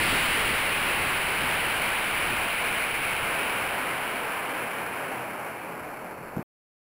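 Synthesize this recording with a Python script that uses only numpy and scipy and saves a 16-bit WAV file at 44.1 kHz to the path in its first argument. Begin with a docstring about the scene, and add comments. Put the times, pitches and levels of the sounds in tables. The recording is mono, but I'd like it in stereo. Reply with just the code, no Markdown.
"""An open field: a rocket motor's jet roars away, duller as it climbs, and ends in a dull far bang.
The jet is noise coloured by distance, the rumble is surging low noise, the bang a few pressure swings.
The grass and the hand-held camcorder's own body each return an echo to the microphone. The recorder
overloads, samples coarsely without smoothing and feeds the left channel; a faint copy leaks to the right."""
import sys
import numpy as np
from scipy import signal
from scipy.fft import rfft, irfft
from scipy.io import wavfile
from scipy.ndimage import uniform_filter1d, map_coordinates

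SR = 44100
rng = np.random.default_rng(int(sys.argv[2]) if len(sys.argv) > 2 else 0)


def wav_record(signal):
    """Record a signal, one row per channel, as 16-bit PCM in the file named by sys.argv[1]."""
    frames = np.transpose(np.atleast_2d(signal))
    bounded = np.clip(frames, -1, 1)
    # unit amplitude maps onto the largest positive 16-bit level
    quanta = np.round(bounded * 32767).astype(np.int16)
    wavfile.write(sys.argv[1], SR, quanta)


N = 308011
T = np.arange(N) / SR  # s


def undb(db):
    """Amplitude factor of a level in dB."""
    return 10 ** (np.asarray(db) / 20)


def curves(table, t=T):
    """Columns of a (start_s, value, ..) table, read along straight lines at times t."""
    start_s, *columns = np.transpose(table)
    return [np.interp(t, start_s, column) for column in columns]


def colour(table, hz):
    """Level in dB of a (pitch_hz, level_db) table, read on a log-frequency axis."""
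    pitch_hz, level_db = np.transpose(table)
    return np.interp(np.log(hz + 1), np.log(pitch_hz), level_db)


def butter(x, hz, kind="low", order=2):
    """Butterworth filter."""
    return signal.sosfilt(signal.butter(order, hz, kind, fs=SR, output="sos"), x)


def butter_in_phase(x, hz, kind="low", order=2):
    """Butterworth filter run forwards and backwards, so no frequency is delayed."""
    return signal.sosfiltfilt(signal.butter(order, hz, kind, fs=SR, output="sos"), x)


def delay(x, ms):
    """Sound that arrives later by a fixed or moving time, read between samples."""
    return map_coordinates(x, [np.arange(N) - ms * SR / 1000], order=3)


def patches(shape, wide, long):
    """Smooth random field over frequency and time, spread 1."""
    field = rng.standard_normal(shape)
    for _ in range(2):
        field = uniform_filter1d(field, wide, axis=0)
        field = uniform_filter1d(field, long, axis=1)
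    return field / field.std()


def tone(hz, db):
    """Steady sine at a given rms level."""
    return np.sqrt(2) * undb(db) * np.sin(2 * np.pi * hz * T)


FLIGHT_S, DISTANCE_POWER = 6.4, 2.87


def distance(t=T):
    """Share of the flight's full distance; the rocket gains speed, so it grows as a power of time."""
    return (t / FLIGHT_S) ** DISTANCE_POWER


LIFTOFF_S = 0.52  # how fast the near-pad roar goes


def near_pad(t=T):
    """Nearness to the pad: 1 at the start, then a bell-shaped fall."""
    return np.exp(-(t / LIFTOFF_S) ** 2)


NOZZLE_HZ, NOZZLE_START_HZ, NOZZLE_TURN_S = 2450, 2070, 0.96  # settled pitch, first pitch, drift time
NOZZLE_WIDTH_HZ = 450
# How far the nozzle band stands out of the roar: start_s, lift_db
NOZZLE_LIFT = [(0, 2.5), (1, 3.5), (1.8, 2), (3, 6), (3.7, 2), (6.4, 5.5)]


def nozzle_band(hz, t):
    """Lift in dB of the jet's strong band, whose centre drifts upward early in the flight."""
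    centre_hz = NOZZLE_HZ + (NOZZLE_START_HZ - NOZZLE_HZ) * np.exp(-t / NOZZLE_TURN_S)
    lift_db = curves(NOZZLE_LIFT, t)[0]
    return lift_db * np.exp(-((hz[:, None] - centre_hz) / NOZZLE_WIDTH_HZ) ** 2)


JET_DB, JET_FADE_DB = -18, 16.5  # base level; loss over the flight
LIFTOFF_DB, LIFTOFF_DB_PER_KHZ = 5, 1.5  # near the pad the roar is louder and brighter
TILT_DB_PER_KHZ, AIR_DB_PER_KHZ = 0.65, 10.5  # treble lift at no distance; air loss over the flight
JET_LOW_HZ = 99
# Relative colour of the jet through the microphone, per Hz of band: pitch_hz, level_db
JET = [(80, -15), (160, -12.5), (300, -7.5), (450, -4.5), (700, -4.5), (1000, -1), (1600, -1.5),
       (2300, -2.5), (2800, -3), (3200, -8.5), (3600, -15.5), (4500, -19.5), (5300, -27.5), (6200, -71)]


def jet(gust_db=0.51, eddy_db=0.36):
    """Turbulent noise; the air takes treble with distance and moving eddies make the bands waver."""
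    hz, t, spectrum = signal.stft(rng.standard_normal(N), SR, nperseg=512, noverlap=384)
    tilt_db = TILT_DB_PER_KHZ - AIR_DB_PER_KHZ * distance(t) + LIFTOFF_DB_PER_KHZ * near_pad(t)
    db = colour(JET, hz)[:, None] + np.outer(hz / 1000, tilt_db)
    db = db + nozzle_band(hz, t)
    # equal power at every moment: loudness is set separately below
    gain = undb(db) / np.sqrt(np.mean(undb(2 * db), axis=0))
    gusts = patches(spectrum.shape, 40, 25)
    eddies = patches(spectrum.shape, 6, 12)
    gain = gain * undb(gust_db * gusts + eddy_db * eddies)
    roar = signal.istft(spectrum * gain, SR, nperseg=512, noverlap=384)[1][:N]
    level_db = JET_DB - JET_FADE_DB * distance() + LIFTOFF_DB * near_pad()
    return butter(roar, JET_LOW_HZ, "high", order=3) * undb(level_db)


RUMBLE_TOP_HZ, RUMBLE_SURGE_DB, RUMBLE_SURGE_S = 222, 2.2, .1
# Deep rumble of the plume, then low wind near the end, level around which it surges: start_s, level_db
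RUMBLE = [(0, -23.5), (.6, -30), (1.8, -32.5), (3.2, -36), (4.2, -45.5), (5.2, -59.5), (5.8, -54.5),
          (6.3, -50)]


def rumble():
    """The big slow eddies of the plume come in surges, strongest while the rocket is near; low wind takes over
    at the end."""
    deep = butter(rng.standard_normal(N), RUMBLE_TOP_HZ, order=1)
    surge = patches((1, N), 1, int(RUMBLE_SURGE_S * SR))[0]
    level_db = curves(RUMBLE)[0] + RUMBLE_SURGE_DB * surge
    return deep / deep.std() * undb(level_db)


BANG_LOW_HZ = 97.6
BANG_TAIL_DB, BANG_TAIL_HZ, BANG_TAIL_S = -33.5, 900, 0.038  # scattered echoes of the bang
# Pressure swings of the far bang, before the microphone's bass loss:
# start_s (middle of the swing), pitch_hz, level_db (scale of the swing), length_cycles
BANG = [(6.3658, 650, -12, 0.23), (6.3720, 163, -9, 0.54), (6.3815, 404, -19.5, 0.73), (6.412, 256, -25, 1)]


def bang(glide=.7, late=.15):
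    """Each swing is a slow dip in pressure followed by a quicker, higher rise; scattered echoes trail."""
    out = np.zeros(N)
    for start_s, pitch_hz, level_db, length_cycles in BANG:
        turn = pitch_hz * (T - start_s)
        swing = np.sin(2 * np.pi * turn * (1 + glide * np.clip(turn, -.5, 1)))
        out += undb(level_db) * swing * np.exp(-((turn - late) / length_cycles) ** 2)
    since = T - BANG[0][0]
    tail = butter(rng.standard_normal(N), BANG_TAIL_HZ)
    fade = (since > 0) * np.exp(-np.abs(since) / BANG_TAIL_S)
    out += undb(BANG_TAIL_DB) * tail / tail.std() * fade
    # the microphone passes little of its deepest part
    return butter_in_phase(out, BANG_LOW_HZ, "high")


GRASS_HZ = 800
# Bounce off the ground, relative to the direct sound before the grass dulls it: start_s, delay_ms, level_db
GROUND = [(0, 16, -23), (1.3, 23.6, -5.5), (2, 24.2, -25), (3.3, 24.4, -1.5), (4.2, 23, -6),
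          (5.3, 23.2, -3), (6.4, 22.3, -3.8)]


def ground_echo(direct):
    """The grass returns a dull copy whose delay and strength move during the flight."""
    delay_ms, level_db = curves(GROUND)
    grass = butter_in_phase(direct, GRASS_HZ, order=1)
    return undb(level_db) * delay(grass, delay_ms)


BODY_MS, BODY_DB = 1.309, -15.5
BODY_FACING_DB, BODY_TURN_S, TILT_UP_POWER = -11.5, 1.15, 4  # weaker until the camcorder has tilted up


def body_echo(field):
    """The camcorder's body, close to the microphone, returns a short echo."""
    level_db = BODY_DB + BODY_FACING_DB * np.exp(-(T / BODY_TURN_S) ** TILT_UP_POWER)
    return undb(level_db) * delay(field, BODY_MS)


def scene():
    """Jet and bang with their bounces off grass and camcorder body, over the rumble; left channel only."""
    direct = jet() + bang()
    field = direct + ground_echo(direct)
    heard = field + body_echo(field) + rumble()
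    return np.array([heard, np.zeros(N)])


CEILING, AMP_TOP_HZ = .2, 5540  # overload ceiling in full-scale units; filter ahead of the sampler


def overload(x):
    """The input stage flattens peaks; the filter after it keeps phases, so they stay flat."""
    return butter_in_phase(CEILING * np.tanh(x / CEILING), AMP_TOP_HZ, order=4)


SAMPLE_HZ = 12496.3


def staircase(x):
    """Sample slowly and repeat each value until the next: the spectrum mirrors around the sample rate."""
    step = np.floor(T * SAMPLE_HZ)
    return map_coordinates(x, [step * SR / SAMPLE_HZ], order=3)


LEAK_HZ = 2000  # below this the stray capacitance passes less
# Leak from the left wire to the right one, before that bass loss: pitch_hz, level_db
LEAK = [(100, -29.5), (1000, -37), (2700, -33.5), (4300, -32.5), (6200, -35.5), (8000, -34), (9700, -36.5),
        (12000, -38.5), (14800, -37)]


def leak(left):
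    """Stray capacitance between the wires passes a faint copy, weaker in the bass."""
    hz = np.arange(N // 2 + 1) * SR / N
    passed = undb(colour(LEAK, hz)) * 1j * hz / (LEAK_HZ + 1j * hz)
    return irfft(rfft(left) * passed, N)


# Low flutter on the idle right wire: pitch_hz, level_db (rms)
FLUTTER = [(14.2, -71), (28.4, -82), (56.7, -88)]


def flutter():
    """A few steady low tones."""
    return sum(tone(pitch_hz, level_db) for pitch_hz, level_db in FLUTTER)


HISS_DB = -65  # rms, ahead of the sampler
WHINE_HZ, WHINE_DB = 4425, -67.5
TOP_HZ = 15740
STOP_S, STOP_FADE_S = 6.4297, .002  # silence from here on; length of the fade into it


def record(dry):
    """Overload, circuit hiss, coarse sampling, whine, leak to the right, stop and top cut."""
    hiss = undb(HISS_DB) * rng.standard_normal(N)
    left = staircase(overload(dry[0]) + hiss) + tone(WHINE_HZ, WHINE_DB)
    right = leak(left) + flutter()
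    running = np.clip((STOP_S - T) / STOP_FADE_S, 0, 1)
    top = signal.ellip(14, .3, 70, TOP_HZ, fs=SR, output="sos")
    return signal.sosfilt(top, np.array([left, right]) * running)


dry = scene()
out = record(dry)
wav_record(out)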